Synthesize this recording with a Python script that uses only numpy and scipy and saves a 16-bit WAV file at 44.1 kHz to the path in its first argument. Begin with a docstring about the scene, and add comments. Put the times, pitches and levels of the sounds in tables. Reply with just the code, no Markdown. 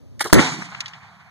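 """A flintlock musket fires on an open lawn, a few metres from two small, closely spaced microphone ports.
Noise bursts make the flint scraping the steel; a tone with noise makes the priming powder whoomp.
The charge is a pressure jump with a noise crack and roar; fading noise makes the slaps and the long
scattered tail from trees and houses. One port catches wind, the other goes deaf briefly under the blast."""
import sys
import numpy as np
from scipy import signal
from scipy.io import wavfile
from scipy.ndimage import uniform_filter1d

SR = 44100
rng = np.random.default_rng(int(sys.argv[2]) if len(sys.argv) > 2 else 0)


def master(y):
    """Save y as 16-bit WAV."""
    cut = np.clip(np.atleast_2d(y).T, -1, 1)
    pcm = np.round(cut * 32767)  # scale
    wavfile.write(sys.argv[1], SR, pcm.astype(np.int16))


N = 57330  # length in samples
T = np.arange(N) / SR  # time in seconds
CRACK_S = .328  # start of the shot
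PATCHY_HZ = 60  # how often the scattered sound gets a new random level


def undb(db):
    """Turn decibels into a plain gain."""
    return 10 ** (np.asarray(db) / 20)


def band(hz, width_hz):
    """Filter white noise to a pitch range and scale it to an rms of 1."""
    high = np.sqrt(hz ** 2 + width_hz ** 2 / 4) + width_hz / 2
    high = min(high, .45 * SR)
    low = min(hz ** 2 / high, .9 * high)
    sos = signal.butter(3, [low, high], "bandpass", fs=SR, output="sos")
    noise = signal.sosfilt(sos, rng.standard_normal(N))
    return noise / noise.std()


def colour(table):
    """Add noise bands, each at its own level, to give noise a tone colour."""
    return sum(undb(db) * band(hz, 0.73 * hz) for hz, db in table)


def shape(start, attack, t60, hold=0.):
    """Loudness curve: straight rise, hold, then an exponential fall of 60 dB in t60 seconds."""
    since = T - start
    rise = np.clip(since / attack, 0, 1)
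    falling = np.clip(since - attack - hold, 0, None)
    return rise * undb(-60 * falling / t60)


def walk(rate_hz):
    """Random levels, each held for one step, then smoothed twice so they glide; spread near 1."""
    step = int(SR / rate_hz)
    held = rng.standard_normal(N)[np.arange(N) // step]
    return 1.08 * uniform_filter1d(uniform_filter1d(held, step), step)


def ports(sound, lead, second_db=0.):
    """One sound reaches both ports, the second earlier by lead samples (later if negative)."""
    second = np.interp(np.arange(N) + lead, np.arange(N), sound)
    return np.array([sound, undb(second_db) * second])


def floor():
    """Gusty wind noise on the first port, fainter once the shot starts, over still air on both."""
    # wind noise bands: pitch_hz [Hz], level_db [dB, before gusts and drop]
    wind_bands = [(50, -58.5), (100, -46), (200, -52), (400, -58), (800, -68)]
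    # still-air noise bands: pitch_hz [Hz], level_db [dB]
    air_bands = [(120, -70), (400, -77), (1000, -76.5), (2000, -74), (4500, -73), (9000, -80), (13000, -88)]
    drop_db, gust_db, gust_hz = -30, 1.5, 16
    level_db = gust_db * walk(gust_hz) + drop_db * (T > CRACK_S)
    wind = undb(level_db) * colour(wind_bands)
    air = np.array([colour(air_bands), colour(air_bands)])
    return [[1], [0]] * wind + air


def lock():
    """Flint on steel and sparks are gritty noise bursts; priming powder adds a swelling low tone."""
    # lock and priming bursts: start_s [s], level_db [dB, before grit and port gain], pitch_hz [Hz],
    # width_hz [Hz], attack_s [s], t60_s [s], second_port_lead [samples]
    lock_bursts = [(.1935, -38, 3800, 6000, .002, .06, 3), (.2035, -23, 1300, 1700, .007, .045, 1),
                   (.203, -26, 5500, 7000, .007, .06, 3), (.2035, -36, 350, 350, .006, .06, 1),
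                   (.244, -33, 130, 120, .012, .12, 1), (.1945, -39, 1950, 500, .002, .05, -3),
                   (.2035, -30, 1950, 500, .003, .09, -3), (.2405, -35, 1950, 600, .002, .1, -3),
                   (.219, -31, 5000, 8000, .002, .05, 3), (.2405, -33, 5000, 7000, .003, .12, 3),
                   (.245, -33, 900, 1000, .016, .09, 1), (.268, -37, 5000, 6000, .002, .1, 3),
                   (.296, -40, 1300, 1800, .004, .05, 1), (.296, -44, 4500, 6000, .003, .15, 3)]
    whoomp_s, whoomp_attack_s, whoomp_t60_s = 0.238, 0.025, 0.072
    whoomp_db, whoomp_hz, whoomp_width_hz = -28, 364.4, 200
    tone = 1.3 * np.sin(2 * np.pi * whoomp_hz * T)
    breath = 0.73 * band(whoomp_hz, whoomp_width_hz)
    whoomp = undb(whoomp_db) * shape(whoomp_s, whoomp_attack_s, whoomp_t60_s) * (tone + breath)
    out = ports(whoomp, 0.57)
    for start, db, hz, width_hz, attack, t60, lead in lock_bursts:
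        gritty = undb(db + 3.1 * walk(900)) * shape(start, attack, t60)
        out = out + ports(gritty * band(hz, width_hz), lead, 3.8)
        # bright bursts get extra, unrelated noise on the first port
        extra = gritty * band(hz, width_hz) * (hz > 2500)
        out = out + [[.7], [0]] * extra
    return out


def blast():
    """N-shaped pressure jump, noisy crack, roaring gas cloud and air swinging back after the jump."""
    # crack noise bands: pitch_hz [Hz], relative_level_db [dB]
    crack_bands = [(150, -1.5), (350, -3), (700, -3), (1300, -2), (3000, -35), (6000, -5), (12000, -13.5)]
    # gas-cloud noise bands: pitch_hz [Hz], relative_level_db [dB]
    roar_bands = [(95, -2), (150, -4), (260, 0.5), (420, -5.5), (750, -14), (1500, -9.5), (3000, -21.5),
                  (6000, -18), (11000, -35)]
    jump_db, jump_length_s = 6, .0045
    crack_db, crack_attack_s, crack_hold_s, crack_t60_s = 7.5, .0011, .0045, 0.0056
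    roar_s, roar_end_s = .336, 0.3947  # the fall begins one attack time after roar_end_s
    roar_db, roar_attack_s, roar_t60_s = -7.5, .0036, 0.065
    rebound_s, rebound_db, rebound_hz, rebound_t60_s = .3335, -0.5, 165, .03

    # pressure leaps up, falls in a straight line below rest, then leaps back
    progress = (T - CRACK_S) / jump_length_s
    jump = undb(jump_db) * (1 - 2 * progress) * (progress > 0) * (progress < 1)

    crack_noise = np.array([colour(crack_bands), colour(crack_bands)]) / 2
    crack = undb(crack_db) * shape(CRACK_S, crack_attack_s, crack_t60_s, crack_hold_s) * crack_noise

    gas = colour(roar_bands)
    gas = gas / np.sqrt(uniform_filter1d(gas ** 2, size=600))  # even loudness: churns without pause
    roar = undb(roar_db) * shape(roar_s, roar_attack_s, roar_t60_s, roar_end_s - roar_s) * gas

    since = np.clip(T - rebound_s, 0, None)
    fading = undb(rebound_db - 60 * since / rebound_t60_s)
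    rebound = fading * np.sin(2 * np.pi * rebound_hz * since)
    return ports(jump, 9.9) + crack + ports(roar + rebound, 4.4)


def slaps():
    """Single walls and trunks return the crack as short smeared noise bursts."""
    # slap echoes: start_s [s], level_db [dB], pitch_hz [Hz], width_hz [Hz], hold_s [s], t60_s [s],
    # second_port_db [dB], second_port_lead [samples]
    slap_echoes = [(0.3394, -12, 4500, 13000, 0.00086, 0.0073, -2, 2.3),
                   (0.342, -15.5, 3340, 7760, 0.0014, 0.048, -10, 2.2),
                   (0.383, -14.5, 1960, 1740, 0.0032, 0.079, 6, 3.6),
                   (0.447, -30, 1800, 2500, 0.0018, .05, -5, 2.7),
                   (0.467, -25, 1390, 2000, 0.0017, 0.098, -6.5, 8.1),
                   (0.6203, -31, 1226, 1570, 0.0017, 0.045, 2.5, 8.8),
                   (0.72, -39, 1040, 740, 0.0059, 0.022, -5, 3.6),
                   (.7465, -33, 2000, 2550, 0.0043, 0.014, 0.5, 6.46),
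                   (0.784, -57, 1150, 870, 0.0026, 0.042, -7, 3),
                   (.8043, -31, 3460, 4260, 0.0019, 0.032, 10.5, 6.7),
                   (0.813, -49.5, 1360, 1270, 0.0023, 0.075, 10, 1.9),
                   (0.8586, -38, 2600, 3200, 0.00092, 0.046, 10, 13),
                   (0.879, -47, 3430, 4250, 0.0023, 0.072, 10, 7.8),
                   (0.934, -47, 2700, 2430, 0.0037, .06, 9.5, 5.4)]
    attack_s = 0.00074
    out = 0
    for start, db, hz, width_hz, hold, t60, second_db, lead in slap_echoes:
        env = shape(start, attack_s, t60, hold)
        echo = env * undb(0.83 * walk(700)) * band(hz, width_hz)
        echo = echo * np.sqrt(env @ env / (echo @ echo))  # same energy as its loudness curve
        out = out + ports(undb(db) * echo, lead, second_db)
    return out


def tail():
    """Patchy scatter with a near and a far fade per band; low bands are more alike at the two ports."""
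    # scattered bands: pitch_hz [Hz], near_db [dB, before patches], near_t60_s [s],
    # far_db [dB, before patches], far_t60_s [s], likeness of the ports [0-1],
    # second_port_db [dB], second_port_lead [samples, for the shared part]
    scatter_bands = [(97.2, -31, 0.23, -45, 8.3, 1, -0.1, 3.7),
                     (149, -22.5, 0.76, -41.5, 5.7, .98, -0.5, 3.5),
                     (228, -21.5, 0.51, -51.5, 1.73, 0.97, 0.6, 3.6),
                     (398, -23.5, 0.3, -63, 3.3, 0.86, -0.5, 3.6),
                     (844, -29.5, 0.51, -51.5, 5.37, 0.77, -0.5, 4.9),
                     (1307, -30.5, 0.44, -52, 5.6, 0.74, 2, 5.9),
                     (1980, -27.5, 0.61, -47.5, 4.2, 0.71, 2.5, 14.7),
                     (3580, -33, 0.47, -50, 2.33, 0, 4.5, 13.9),
                     (5970, -34.5, 0.57, -52, 1.68, 0.1, 6.5, 18),
                     (8500, -41, 0.34, -75.5, 1.5, 0.2, -6, 14), (13100, -62, 0.91, -80, 1.5, 0.2, 1, 14)]
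    start_s, attack_s, patchy_db = .388, 0.013, 2.5
    out, shared_patches = 0, walk(PATCHY_HZ)
    for hz, near_db, near_t60, far_db, far_t60, like, second_db, lead in scatter_bands:
        near = undb(near_db) * shape(start_s, attack_s, near_t60)
        far = undb(far_db) * shape(start_s, attack_s, far_t60)
        like = np.clip(like, 0, 1)
        together = ports(band(hz, 0.46 * hz), lead)
        apart = np.array([band(hz, 0.48 * hz), band(hz, 0.58 * hz)])
        pair = np.sqrt(like) * together + np.sqrt(1 - like) * apart
        patches = patchy_db * (.6 * shared_patches + .8 * walk(PATCHY_HZ))
        out = out + (near + far) * undb(patches) * pair * undb([[0], [second_db]])
    return out


def trees():
    """Rows of trees return broad, late swells of noise, partly alike at the two ports."""
    # tree-row returns: start_s [s], level_db [dB, before patches and port mix], pitch_hz [Hz],
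    # width_hz [Hz], attack_s [s], hold_s [s], t60_s [s]
    tree_rows = [(0.498, -35.5, 216, 166, 0.023, 0.053, 0.23),
                 (0.723, -51.5, 1386, 1620, 0.039, 0.14, 0.71)]
    out = 0
    for start, db, hz, width_hz, attack, hold, t60 in tree_rows:
        # higher swells differ more between the ports
        apart = min(hz / 2000, 1) * np.array([band(hz, width_hz), band(hz, width_hz)])
        together = ports(band(hz, width_hz), 2.8, 0.61)
        swell = undb(db + 4.7 * walk(PATCHY_HZ)) * shape(start, attack, t60, hold)
        out = out + swell * (together + apart)
    return out


def scene():
    """Add up the sound pressure at the two ports."""
    return floor() + lock() + blast() + slaps() + tail() + trees()


def late(port):
    """Delay one port's signal by a few samples."""
    lag = 17  # samples
    return np.concatenate([np.zeros(lag), port[:-lag]])


def record(dry):
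    """Ports saturate, the second drops out and pops back; each side is one port minus the other, delayed."""
    port_clip, out_clip, top_hz = 1.51, .98, 16000
    deaf_s, back_s, deaf_db = .3345, .3912, -30
    pop_db, pop_hz, pop_attack_s, pop_t60_s = -7, 165.5, .00066, .057
    lurch_db, lurch_length_s = -13, .008
    first, second = port_clip * np.tanh(dry / port_clip)

    deaf = (T > deaf_s) * (T < back_s)
    second = second * undb(uniform_filter1d(deaf_db * deaf, size=30))

    since = np.clip(T - back_s, 0, None)
    pop_env = np.clip(since / pop_attack_s, 0, 1) * undb(-60 * since / pop_t60_s)
    pop = undb(pop_db) * (since > 0) * pop_env * np.cos(2 * np.pi * pop_hz * since)
    second = second - pop

    # the overloaded amplifier lurches to one side and back
    lurch = undb(lurch_db) * np.sin(np.pi * np.clip((T - CRACK_S) / lurch_length_s, 0, 1))
    sides = np.array([first - late(second), second - late(first)]) + lurch
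    sides = np.clip(sides, -out_clip, out_clip)
    lowpass = signal.ellip(8, .2, 70, top_hz, fs=SR, output="sos")
    return np.clip(signal.sosfilt(lowpass, sides), -1, 1)


dry = scene()
out = record(dry)
master(out)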